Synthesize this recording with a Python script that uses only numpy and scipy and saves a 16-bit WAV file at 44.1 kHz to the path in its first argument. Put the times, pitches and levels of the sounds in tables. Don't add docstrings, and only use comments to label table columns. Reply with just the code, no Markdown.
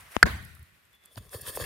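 import sys
import numpy as np
from scipy import signal
from scipy.fft import rfft, irfft
from scipy.io import wavfile
from scipy.ndimage import uniform_filter1d

SR = 44100
rng = np.random.default_rng(int(sys.argv[2]) if len(sys.argv) > 2 else 0)


def level_to_linear(level):
    exponent = np.asarray(level, float) / 20
    return 10 ** exponent


def file_out(sig):
    cols = np.atleast_2d(sig).T
    lim = np.clip(cols, -1, 1)
    pcm = np.round(lim * 32767).astype(np.int16)
    wavfile.write(sys.argv[1], SR, pcm)


N = 72765
T = np.arange(N) / SR
BLOW_S = 0.2283


def colour(x, points):
    p = np.array(points)
    hz = np.maximum(np.arange(N // 2 + 1) * SR / N, 1)
    db = np.interp(np.log(hz), np.log(p[:, 0]), p[:, 1], left=-80, right=-80)
    y = irfft(rfft(x) * level_to_linear(db), N)
    return y / y.std()


def band(x, hz, width_hz):
    return signal.lfilter(*signal.iirpeak(hz, hz / width_hz, SR), x)


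def pair(alike):
    mid, side = rng.standard_normal((2, N))
    c = np.clip(alike, 0, 1)
    opposed = side * np.array([[1], [-1]])
    return (np.sqrt(1 + c) * mid + np.sqrt(1 - c) * opposed) / np.sqrt(2)


def walk(rate_hz):
    hold = int(SR / rate_hz)
    steps = np.repeat(rng.standard_normal(N // hold + 1), hold)
    y = uniform_filter1d(uniform_filter1d(steps, hold), hold)[:N]
    return y / y.std()


def pan(db):
    return level_to_linear(np.array([db, -db]) / 2).reshape(2, -1)


def sides(left_db, right_db):
    return level_to_linear(np.array([[left_db], [right_db]]))


def ring(start_s, hz, t60_s, rise_s=0.00049):
    t = np.maximum(T - start_s, 0)
    return np.sin(2 * np.pi * hz * t) * level_to_linear(-60 * t / t60_s) * (1 - np.exp(-t / rise_s))


def grains(rate_hz, spread_db):
    clicks = rng.random(N) < rate_hz / SR
    size = level_to_linear(spread_db * np.minimum(rng.exponential(size=N), 10 / 3))
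    g = clicks * size * np.sign(rng.standard_normal(N))
    return g / g.std()


def strokes(rows, column=2):
    power = 0
    for r in rows:
        swell = np.exp(-2 * (2 * (T - r[0]) / r[1]) ** 2)
        power = power + (level_to_linear(r[column]) * swell) ** 2
    return np.sqrt(power)


# hz, density_db
WOODS_COLOUR = [(18, -44), (30, -19.5), (86, -7.5), (875, -14), (947, -11), (2030, -6.5), (5990, -21.5),
                (14300, -18.5), (16300, -42)]


def woods():
    return colour(pair(0.15), WOODS_COLOUR) * level_to_linear(-65 + 1.6 * walk(30))


def insect():
    hz, width_hz, from_s, to_s, fade_s = 3450, 79, 0.914, 2.3, 0.039
    note = band(band(rng.standard_normal(N), hz, width_hz), hz, width_hz)
    on = np.clip(np.minimum(T - from_s, (to_s - T) / 12) / fade_s, 0, 1)
    level_db = -68 - 17 * (T - from_s) + 1.5 * walk(43.7)
    return pan(1.9) * on * note / note.std() * level_to_linear(level_db)


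# start_s, length_s, level_db, left_minus_right_db
AIR_PUFFS = [(0.011, 0.24, -57, -3), (0.17, .016, -37.5, 21), (0.295, 0.15, -40, 3),
             (0.344, 0.11, -44.5, 0.5), (0.4, 0.054, -54, -1), (0.433, 0.15, -46, 2.5),
             (0.527, 0.16, -54, 5.5), (0.613, 0.081, -48.5, -2), (0.708, 0.16, -66.5, -9.5),
             (.9, 0.49, -76, -1), (1.252, 0.26, -61, 3), (1.421, 0.069, -49.5, 5), (1.489, 0.058, -48, 15),
             (1.567, 0.091, -51, 9.5), (1.636, 0.1, -41.5, 9)]
# hz, density_db
AIR_COLOUR = [(15, -52), (25, -19), (70, 9), (156, -4.5), (199, -8), (306, -25), (400, -24), (520, -42),
              (880, -120)]


def air():
    gust = level_to_linear(1.5 * np.array([walk(7.5), walk(8.2)]))
    puffs = sum(strokes([row]) * pan(row[3]) for row in AIR_PUFFS)
    return colour(pair(0.94), AIR_COLOUR) * gust * puffs


# late_s, pitch_hz, level_db, t60_s
POP_MODES = [
    (.00003, 2825, -1.5, .0021),
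    (.00011, 7200, -9, .001),
    (.00013, 1057, 8.5, .0018),
    (.00058, 1572, -11, .004),
]


def pop():
    start_s, rise_s = 0.1657, 0.0001
    left = -sum(level_to_linear(db) * ring(start_s + late, hz, t60, rise_s) for late, hz, db, t60 in POP_MODES)
    left = left + level_to_linear(-9) * ring(start_s - 0.00024, 206, 0.019, rise_s)
    right = level_to_linear(-18) * ring(start_s + 0.00065, 1570, 0.0017)
    return np.array([left, right])


# start_s, peak_db, left_minus_right_db, pitch_hz
GRIT = [(.008, -42.5, -4, 9400), (0.2647, -32, 10, 6100), (0.3744, -56, 0, 9000),
        (0.4144, -52.5, -4.5, 11160), (0.4268, -48, 5, 11100), (0.4435, -52, -2.5, 11030),
        (0.4507, -38.5, 3.5, 11200), (0.503, -55.5, -2, 9000), (0.5511, -43, -2.5, 12600),
        (0.5943, -49, 0.5, 10970), (0.629, -46, 2, 12300), (0.853, -59.5, 4.5, 10010),
        (0.9307, -56, 8, 12500), (0.951, -56, 7, 12600), (1.039, -53.5, -5, 9400),
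        (1.054, -50.5, -12, 9600), (1.058, -40.5, -2, 10600), (1.1574, -39.5, 6, 4600),
        (1.2933, -40.5, 0.5, 6400)]


def grit():
    noise, out = pair(0.13), 0
    for start, db, pan_db, hz in GRIT:
        decay_db = -60 * np.maximum(T - start, 0) / 0.006
        tick = noise * (T > start) * level_to_linear(db + 6 + decay_db)
        width_hz = 0.57 * hz
        out = out + pan(pan_db) * band(band(tick, hz, width_hz), hz, width_hz)
    return out


# start_s, length_s, level_db, crackle_db
SLEEVE = [
    (0, 0.11, -52.5, -58.5),
    (0.073, 0.2, -55, -63),
    (0.124, 0.048, -50.5, -52.5),
    (0.156, 0.049, -45, -53),
    (0.186, 0.16, -55, -63),
    (0.3, 0.065, -70, -58.5),
    (0.501, 0.49, -63, -66),
]
# hz, density_db
RUB_COLOUR = [(3240, -29.5), (5500, -9), (6270, -19.5), (6930, -15.5), (7910, -14.5), (8630, -2),
              (12600, -5), (15500, -10.5), (16300, -25)]
# hz, density_db
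SWISH_COLOUR = [(180, -43), (300, -13), (925, -6.5), (1000, -4.5), (2030, -2.5), (4080, -14.5),
                (8000, -19.5), (10400, -46), (17600, -120)]


def rub():
    contacts = grains(9000, 1.5) * 0.5 + pair(0.33)
    crackle = colour(contacts, RUB_COLOUR) * level_to_linear(1.3 * walk(120))
    swish = colour(pair(0.21), SWISH_COLOUR) * strokes(SLEEVE)
    return crackle * pan(1.5) * strokes(TWIST + SLEEVE, column=3) + swish


# start_s, level_db, pitch_hz, t60_s
BUMPS = [(1.1686, -25.5, 115, 0.026), (1.1742, -33, 270, 0.0263), (1.1775, -26, 110, .05),
         (1.195, -33, 73.5, 0.086), (1.204, -39.5, 190, 0.034), (1.347, -26, 480, 0.025),
         (1.352, -24, 96.6, 0.049), (1.5732, -17.5, 482, 0.017), (1.5741, -29, 335, 0.019),
         (1.6, -24, 530, 0.023), (1.6115, -26.5, 86.3, .1)]


def bumps():
    gritty = level_to_linear(1) * band(band(rng.standard_normal(N), 690, 1700), 500, 2200)
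    out = 0
    for start, db, hz, t60 in BUMPS:
        bump = ring(start, hz, t60, 0.45 / hz)
        if hz > 200:
            decay_db = -60 * np.maximum(T - start, 0) / (0.15 * t60)
            bump = bump + gritty * (T > start) * level_to_linear(decay_db)
        out = out + level_to_linear(db) * bump
    return out


# start_s, level_db, pitch_hz, left_minus_right_db
KNOCKS = [(0.2668, -23, 594.6, 0), (0.2677, -25, 334, 0), (0.569, -45, 1310, -0.5),
          (1.159, -43.5, 700, 4.5), (1.1748, -31.5, 1000, -8), (1.1772, -33, 613, -5),
          (1.177, -34.5, 1480, -17.5), (1.291, -53, 1110, -17), (1.331, -33, 1650, -13.5),
          (1.342, -30, 590, -1.5), (1.3423, -33, 1700, -10), (1.467, -31, 1660, -15),
          (1.4764, -28.5, 1700, 2), (1.4754, -39, 1080, -4), (1.477, -31, 490, 0), (1.488, -39.5, 1030, 0),
          (1.494, -34.5, 496, -1.5), (1.496, -33, 1700, -9), (1.552, -34.5, 1850, -12),
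          (1.5728, -24, 1040, -2), (1.598, -28, 1050, 0), (1.6075, -33, 1460, 8), (1.608, -29, 503, 2.5),
          (1.609, -28, 1090, -4), (1.621, -31, 490, 0), (1.623, -31, 1740, -13), (1.633, -31, 480, 0),
          (1.6402, -34, 1920, 27), (1.643, -32, 2010, 25)]


def knocks():
    cycles, rise_cycles = 11.1, 0.62
    return sum(level_to_linear(db) * pan(pan_db) * ring(start, hz, cycles / hz, rise_cycles / hz)
               for start, db, hz, pan_db in KNOCKS)


# start_s, length_s, level_db, crackle_db
TWIST = [(1.14, 0.083, -89, -61.5), (1.179, 0.026, -51, -47.5), (1.25, 0.38, -64.5, -64),
         (1.47, 0.26, -57, -57.5), (1.325, 0.045, -73, -54), (1.343, 0.062, -47.5, -44),
         (1.375, 0.11, -56.5, -50.5), (1.415, 0.015, -53, -39), (1.465, 0.016, -56, -52.5),
         (1.487, 0.064, -44, -40), (1.53, 0.33, -52, -47), (1.562, 0.029, -54, -36),
         (1.575, 0.039, -48, -46.5), (1.612, 0.058, -40.5, -39.5), (1.624, 0.034, -42.5, -47),
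         (1.645, 0.035, -42, -41)]
# pitch_hz, width_hz, level_db
SOCKET = [(490, 142, 1), (1039, 99, -3.5), (1700, 71, -2.5), (2660, 61, -5.5), (3294, 250, -1),
          (4418, 130, -5), (5030, 66, -16.5), (6710, 150, -9)]


def twist():
    slips = grains(1400, 3.5) + 0.85 * pair(0.17)
    slips = slips * strokes(TWIST) * level_to_linear(1.3 * walk(150))
    body = 0
    for hz, width_hz, db in SOCKET:
        wide_hz = 2.4 * width_hz
        mode = band(band(slips, hz, wide_hz), hz, 3 * wide_hz)
        equalise = np.sqrt(2000 / width_hz)
        body = body + level_to_linear(db + 3 * walk(45)) * mode * equalise
    return 0.95 * body + level_to_linear(-4) * band(slips, 1580, 3300)


# hz, density_db
TREES_COLOUR = [(150, -31), (250, -10.5), (723, -10), (1730, -2), (2670, -14.5), (4410, -17), (5250, -26.5),
                (9660, -26.5), (16000, -32.5)]
# hz, early_t60_s, late_t60_s
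TREES_T60 = [(300, 0.37, 0.73), (1295, 0.4, 0.48), (2004, 0.46, 1.12), (2780, 0.41, 1.2),
             (10010, 0.54, 1.1)]


def trees():
    start_s, rise_s, late_db = 0.026, 0.0014, -12
    blows = ((BLOW_S, 0), (-0.45, 1))
    echoes, rows, out = colour(pair(0.11), TREES_COLOUR), np.array(TREES_T60), 0
    edges_hz = 223 * 2 ** (np.arange(0, 19.5) / 3)
    for lo, hi in zip(edges_hz[:-1], edges_hz[1:]):
        centre = np.log(lo * hi) / 2
        early_s = np.interp(centre, np.log(rows[:, 0]), rows[:, 1])
        late_s = np.interp(centre, np.log(rows[:, 0]), rows[:, 2])
        envelope = 0
        for blow_s, db in blows:
            t = np.maximum(T - blow_s - start_s, 0)
            decay = level_to_linear(-60 * t / early_s) + level_to_linear(late_db - 60 * t / late_s)
            envelope = envelope + level_to_linear(db) * (1 - np.exp(-t / rise_s)) * decay
        flicker = level_to_linear(2 * np.array([walk(90), walk(90)]))
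        third = signal.butter(2, [lo, hi], "band", fs=SR, output="sos")
        out = out + envelope * flicker * signal.sosfilt(third, echoes)
    return level_to_linear(-25.5) * out


# pitch_hz, left_db, right_db, t60_s, late_s
GROUND = [
    (60, -12, -21, 0.11, 0.0074),
    (175, -17, -17, 0.082, .0105),
    (230.4, -27.5, -26.5, 0.13, 0.027),
    (442, -26, -23, 0.09, 0.024),
    (664, -26.5, -26, 0.033, 0.027),
]


def ground():
    lag_s = 0.001 * np.array([[0], [1]])
    return -sum(sides(left, right) * ring(BLOW_S + late + lag_s, hz, t60, 0.0015)
                for hz, left, right, t60, late in GROUND)


def crack():
    hz, width_hz = 8300, 3500
    noise = band(band(pair(0.56), hz, width_hz), hz, 2 * width_hz)
    return noise * strokes([(BLOW_S + 0.0018, 0.004016, -10)])


# late_s, pitch_hz, left_db, right_db, t60_s
REBOUNDS = [
    (.00315, 2173, -3, 0, .006),
    (.00334, 1665, 7.5, 2, .007),
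    (.0034, 3500, -20, -18, .008),
    (.00626, 1615, -7.5, .7, .008),
    (.0064, 4420, -26, -27, .012),
    (.00843, 1450, -21, -14, .023),
    (.0115, 1500, -14, -30, .012),
]


def rebounds():
    return sum(sides(left, right) * ring(BLOW_S + late, hz, t60, 0.001)
               for late, hz, left, right, t60 in REBOUNDS)


# pitch_hz, left_db, right_db, t60_s
STAKE = [(480, -23, -33, 0.049), (754.4, -22.5, -23.5, 0.028), (998, -26.5, -27.5, .02),
         (1508, -4, 4.5, 0.014), (1650, 0.5, -6, 0.011), (1966, -16, -2.5, 0.016),
         (2250, -14.5, -12, 0.0079), (3000, -26.5, -13, 0.0071), (4030, -26, -28.5, .01),
         (4670, -29.5, -22, 0.0065), (8500, -34, -32.5, 0.0038)]


def stake():
    contact_s, hold_s, press_db = 0.0012, 0.0037, 16
    lift = np.clip((BLOW_S + 0.00315 - T) / 0.00045, 0, 1)
    out = 0
    for hz, left, right, t60 in STAKE:
        choke = lift if hz > 1200 else 1
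        out = out + sides(left, right) * ring(BLOW_S, hz, t60, contact_s) * choke
    return out * level_to_linear(press_db * np.clip((BLOW_S + hold_s - T) / contact_s, 0, 1))


def scene():
    background = woods() + insect() + air() + pop()
    handling = grit() + rub() + bumps() + knocks() + twist()
    blow = trees() + ground() + crack() + rebounds() + stake()
    return background + handling + blow


def top_cut(x):
    return signal.sosfilt(signal.butter(12, 16450, fs=SR, output="sos"), x)


def record(dry):
    cut = signal.sosfilt(signal.butter(2, 41, "high", fs=SR, output="sos"), dry)
    soft = cut / np.sqrt(1 + cut ** 2)
    soft = signal.sosfilt(signal.ellip(8, 0.2, 60, 15750, fs=SR, output="sos"), soft)
    return top_cut(np.clip(soft, -1, 1))


dry = scene()
out = record(dry)
file_out(out)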